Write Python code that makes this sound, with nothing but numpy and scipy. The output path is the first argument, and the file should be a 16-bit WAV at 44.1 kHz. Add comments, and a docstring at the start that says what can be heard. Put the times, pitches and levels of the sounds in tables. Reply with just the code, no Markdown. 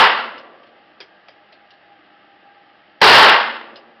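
"""Two pistol shots in an indoor range, heard from just behind the shooter.
The first blast is already dying away in the concrete hall, over ventilation that hums throughout.
Spent brass cases clink down from 0.4 s, and the gun's steel action clicks as it is handled from 1 s.
At 3 s the hammer falls and the second blast overloads a small narrow-band microphone into a flat roar.
As it decays, one more case lands."""
import sys
import numpy as np
from scipy import signal
from scipy.fft import rfft, irfft
from scipy.io import wavfile

SR = 44100
rng = np.random.default_rng(int(sys.argv[2]) if len(sys.argv) > 2 else 0)


def materialize(psi):
    """Save the field psi as 16-bit PCM at rate SR to the path in sys.argv[1].

    A 1-D psi becomes a single channel; in a 2-D psi each row is a channel.
    """
    bounded = np.clip(np.atleast_2d(psi).T, -1, 1)
    quanta = np.round(bounded * 32767).astype(np.int16)
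    wavfile.write(sys.argv[1], SR, quanta)


N = 176400
TIME_S = np.arange(N) / SR
BIN_HZ = np.arange(N // 2 + 1) * SR / N


def undb(db):
    """Decibels to gain."""
    return 10 ** (np.asarray(db) / 20)


def along(table, hz):
    """Read a table on a log-frequency axis."""
    row_hz, values = np.array(table, float).T
    return np.interp(np.log(hz + 1), np.log(row_hz), values)


def noise(bin_gain):
    """Noise of rms 1 with the given spectrum."""
    shaped = irfft(rfft(rng.standard_normal(N)) * bin_gain, N)
    return shaped / shaped.std()


def coloured(spectrum, ripple_db=1.57, ripple_step_hz=30):
    """Noise of rms 1 shaped by a table, rippled by interference from nearby walls."""
    knots = rng.standard_normal(len(BIN_HZ))
    ripple = np.interp(BIN_HZ / ripple_step_hz, np.arange(len(knots)), knots)
    return noise(undb(along(spectrum, BIN_HZ) + ripple_db * ripple))


def fade(start_s, t60_s):
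    """Sudden onset, then exponential decay."""
    age_s = TIME_S - start_s
    return (age_s >= 0) * np.exp(-np.log(1000) * np.maximum(age_s, 0) / t60_s)


def waver(spread_db, rate_hz):
    """A gain that wanders randomly about 0 dB."""
    return undb(spread_db * noise(np.exp(-(BIN_HZ / rate_hz) ** 2)))


def resonance(hz, half_width_hz):
    """Noise ringing in one narrow resonance."""
    return noise(1 / (1 + ((BIN_HZ - hz) / half_width_hz) ** 2))


def ringing(modes, start_s, t60_s):
    """Narrow resonances struck at once and left to fade."""
    return sum(undb(db) * resonance(hz, width) for hz, width, db in modes) * fade(start_s, t60_s)


def knock(spectrum, start_s, t60_s, room_db=-10.5, room_t60_s=0.19):
    """A short burst in a small body's colour, with a faint room tail."""
    room_tail = undb(room_db) * fade(start_s, room_t60_s)
    return coloured(spectrum) * np.hypot(fade(start_s, t60_s), room_tail)


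# Near blast. Each row: frequency in Hz, relative density in dB.
BOOTH_SPECTRUM = [(60, -27.5), (200, -27), (380, 6), (700, 0.5), (1500, -5), (3000, -5.5), (5500, -6)]


def booth(start_s):
    """The near blast rings briefly within the booth."""
    return undb(1) * coloured(BOOTH_SPECTRUM) * fade(start_s, t60_s=0.43)


# The hall's answer to a blast. Each row: frequency in Hz, relative density in dB.
HALL_SPECTRUM = [(40, -38), (130, -29.5), (220, -24.5), (300, -22.5), (450, -6.5), (650, -4.5), (900, 3.5),
                 (1500, 0), (2000, -3), (2350, -9.5), (2800, -2.5), (3600, -9), (5000, -13.5),
                 (6000, -23.5)]
# Reverberation time. Each row: frequency in Hz, T60 in seconds.
HALL_DECAY = [(100, .8), (250, 0.53), (500, 0.6), (1000, 0.6), (2500, 0.64), (5500, 0.51)]


def hall(start_s):
    """Dense echoes of a blast; each octave dies at its own rate."""
    spectrum = rfft(coloured(HALL_SPECTRUM))
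    bin_octave = np.log2(np.clip(BIN_HZ, 64, 8192))
    echoes = 0
    for octave in range(6, 14):
        band = irfft(spectrum * np.maximum(1 - abs(bin_octave - octave), 0), N)
        echoes += band * fade(start_s, along(HALL_DECAY, 2. ** octave))
    return echoes


# Late echoes. Each row: frequency in Hz, relative density in dB.
LANE_SPECTRUM = [(40, -29), (140, -12), (215, -2), (270, 2), (550, 7), (900, -1), (1300, -5), (2500, -18),
                 (5000, -33)]


def lane_tail(start_s):
    """A slow tail returns from the far end of the lanes."""
    return undb(-46.5) * coloured(LANE_SPECTRUM) * fade(start_s, t60_s=1.806)


# Resonances of the fittings. Each row: frequency in Hz, half-width in Hz, level in dB re the shot.
FITTING_MODES = [(227.2, 7.9, -52.5), (350, 13, -55.5), (562, 18, -53.5), (1160, 11, -50)]
# Pistol shots. Each row: start in seconds, level in dB before the microphone overloads.
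SHOTS = [(-0.285, 25.5), (3.0151, 23.5)]


def blasts():
    """Each blast hits the booth, fills the hall and leaves fittings ringing."""
    out = 0
    for start_s, db in SHOTS:
        echoes = booth(start_s) + hall(start_s) + lane_tail(start_s)
        clumping = waver(spread_db=1.14, rate_hz=110)  # echoes arrive in clumps
        fittings = ringing(FITTING_MODES, start_s, t60_s=1.594)
        out += undb(db) * (echoes * clumping + fittings)
    return out


# Moving air. Each row: frequency in Hz, relative density in dB.
AIR_SPECTRUM = [(25, -13), (60, -9.5), (110, -9), (200, -7.5), (320, -5), (430, -6.5), (560, -4), (720, -1),
                (860, -5), (980, -13), (1250, -4), (1450, -10.5), (1750, -5), (2050, -6.5), (2350, -13.5),
                (2900, -9), (3400, -15.5), (4200, -21), (5200, -23), (6000, -29)]
# Duct resonances. Each row: frequency in Hz, half-width in Hz, level in dB.
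DUCT_MODES = [(318, 30, -66.5), (1320, 35, -70), (1613, 63, -66.5)]
# Fan whine. Each row: time in seconds, level in dB.
WHINE_LEVELS = [(0, -62.5), (1.45, -60.5), (1.8, -56), (2.1, -57.5), (2.28, -57.5), (2.6, -53),
                (2.95, -63.5), (4, -56.5)]


def ventilation():
    """Steady air, wavering duct resonances and the fan's whine."""
    air = undb(-52) * coloured(AIR_SPECTRUM)
    ducts = 0
    for hz, half_width_hz, db in DUCT_MODES:
        ducts += undb(db) * waver(spread_db=3, rate_hz=5.5) * resonance(hz, half_width_hz)
    whine_db = np.interp(TIME_S, *np.array(WHINE_LEVELS).T)
    whine = undb(whine_db) * resonance(hz=808, half_width_hz=11)
    return air + ducts + whine


# Brass impact at pitch ratio 1. Each row: frequency in Hz, relative density in dB.
BRASS_SPECTRUM = [(500, -14), (2200, -15), (2850, 6), (3200, -2), (3700, -2), (4500, -2), (5000, -14),
                  (5350, -15), (5600, -8), (6200, -12)]
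# Brass ring at pitch ratio 1. Each row: frequency in Hz, half-width in Hz, level in dB re the impact.
BRASS_MODES = [(2750, 87, -27), (4980, 58, -9.5), (5520, 77, -15)]
# Case impacts. Each row: start in seconds, level in dB, knock T60 in seconds, pitch ratio.
CASE_IMPACTS = [(0.3793, -40, .12, 1.04), (0.633, -49.5, .08, 0.64), (.667, -55, .1, 1.0),
                (1.526, -44.5, 0.11, .84), (1.7056, -45.5, 0.091, .99), (1.737, -56, .06, .93),
                (3.758, -36.5, 0.1, 1.01)]


def spent_cases():
    """Brass cases clink on floor and booth, each impact at its own pitch."""
    out = 0
    for start_s, db, t60_s, pitch in CASE_IMPACTS:
        spectrum = [(hz * pitch, level) for hz, level in BRASS_SPECTRUM]
        modes = [(hz * pitch, width, level) for hz, width, level in BRASS_MODES]
        out += undb(db) * (knock(spectrum, start_s, t60_s) + ringing(modes, start_s, t60_s=0.12))
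    return out


# Steel impact. Each row: frequency in Hz, relative density in dB.
STEEL_SPECTRUM = [(300, -31), (800, 0.5), (1200, -2.5), (1700, 1.5), (2200, 3.5), (2800, -2), (3300, -3),
                  (3900, -4), (5000, -3.5), (6000, -3.5)]
# Steel ring. Each row: frequency in Hz, half-width in Hz, level in dB re the click.
STEEL_MODES = [(2020, 98, -19), (3200, 110, -18), (4920, 120, -17)]
# Clicks. Each row: start in seconds, level in dB, snap T60 in seconds, thud level in dB, thud in Hz.
ACTION_CLICKS = [(1.004, -28, 0.019, -42.5, 406), (1.0091, -29.5, 0.038, -42, 453),
                 (1.0258, -43, 0.063, -42.5, 403), (1.2845, -35.5, 0.026, -47, 770),
                 (1.2913, -43, .04, -46.5, 600), (1.523, -51, 0.055, -43.5, 620)]


def gun_action(thud_half_width_hz=56):
    """Steel parts tick on first contact, snap home and ring, with a dull thud from the grip."""
    out = 0
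    for start_s, db, snap_t60_s, thud_db, thud_hz in ACTION_CLICKS:
        tick = undb(4.5) * coloured(STEEL_SPECTRUM) * fade(start_s, t60_s=0.0056)
        snap = knock(STEEL_SPECTRUM, start_s, snap_t60_s)
        ring = ringing(STEEL_MODES, start_s, t60_s=0.12)
        thud = ringing([(thud_hz, thud_half_width_hz, thud_db)], start_s, t60_s=0.13)
        out += undb(db) * (tick + snap + ring) + thud
    return out


def hammer(shot_s, lead_s=0.0088):
    """The steel hammer falls just ahead of the blast."""
    return undb(-34) * coloured(STEEL_SPECTRUM) * fade(shot_s - lead_s, t60_s=0.11)


def scene():
    """Everything at the shooter's booth, in mono."""
    hammers = sum(hammer(shot_s) for shot_s, _ in SHOTS)
    return (blasts() + ventilation() + spent_cases() + gun_action() + hammers)[None]


def record(dry):
    """The microphone saturates and keeps a narrow band; overshoots clip into crackle; the top is cut."""
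    overload, knee, ceiling = 0.68, 23, 0.74
    mic_low_hz, mic_top_hz, mic_edge_hz, mic_stop_hz, top_cut_hz = 200, 5404, 220, 6300, 15900
    saturated = dry / (1 + abs(dry / overload) ** knee) ** (1 / knee)
    thin = signal.sosfilt(signal.butter(1, mic_low_hz, "high", fs=SR, output="sos"), saturated)
    hz = np.linspace(0, SR / 2, 513)
    passband = 1 / (1 + np.exp(np.minimum((hz - mic_top_hz) / mic_edge_hz, 50)))
    taps = signal.firwin2(255, hz, passband * (hz < mic_stop_hz), fs=SR, window="blackman")
    narrow = signal.fftconvolve(thin, taps[None], mode="same", axes=1)
    crackle_flicker = waver(spread_db=0.4, rate_hz=230)
    clipped = np.clip(narrow * crackle_flicker, -ceiling, ceiling)
    return signal.sosfilt(signal.ellip(8, .2, 70, top_cut_hz, fs=SR, output="sos"), clipped)


dry = scene()
out = record(dry)
materialize(out)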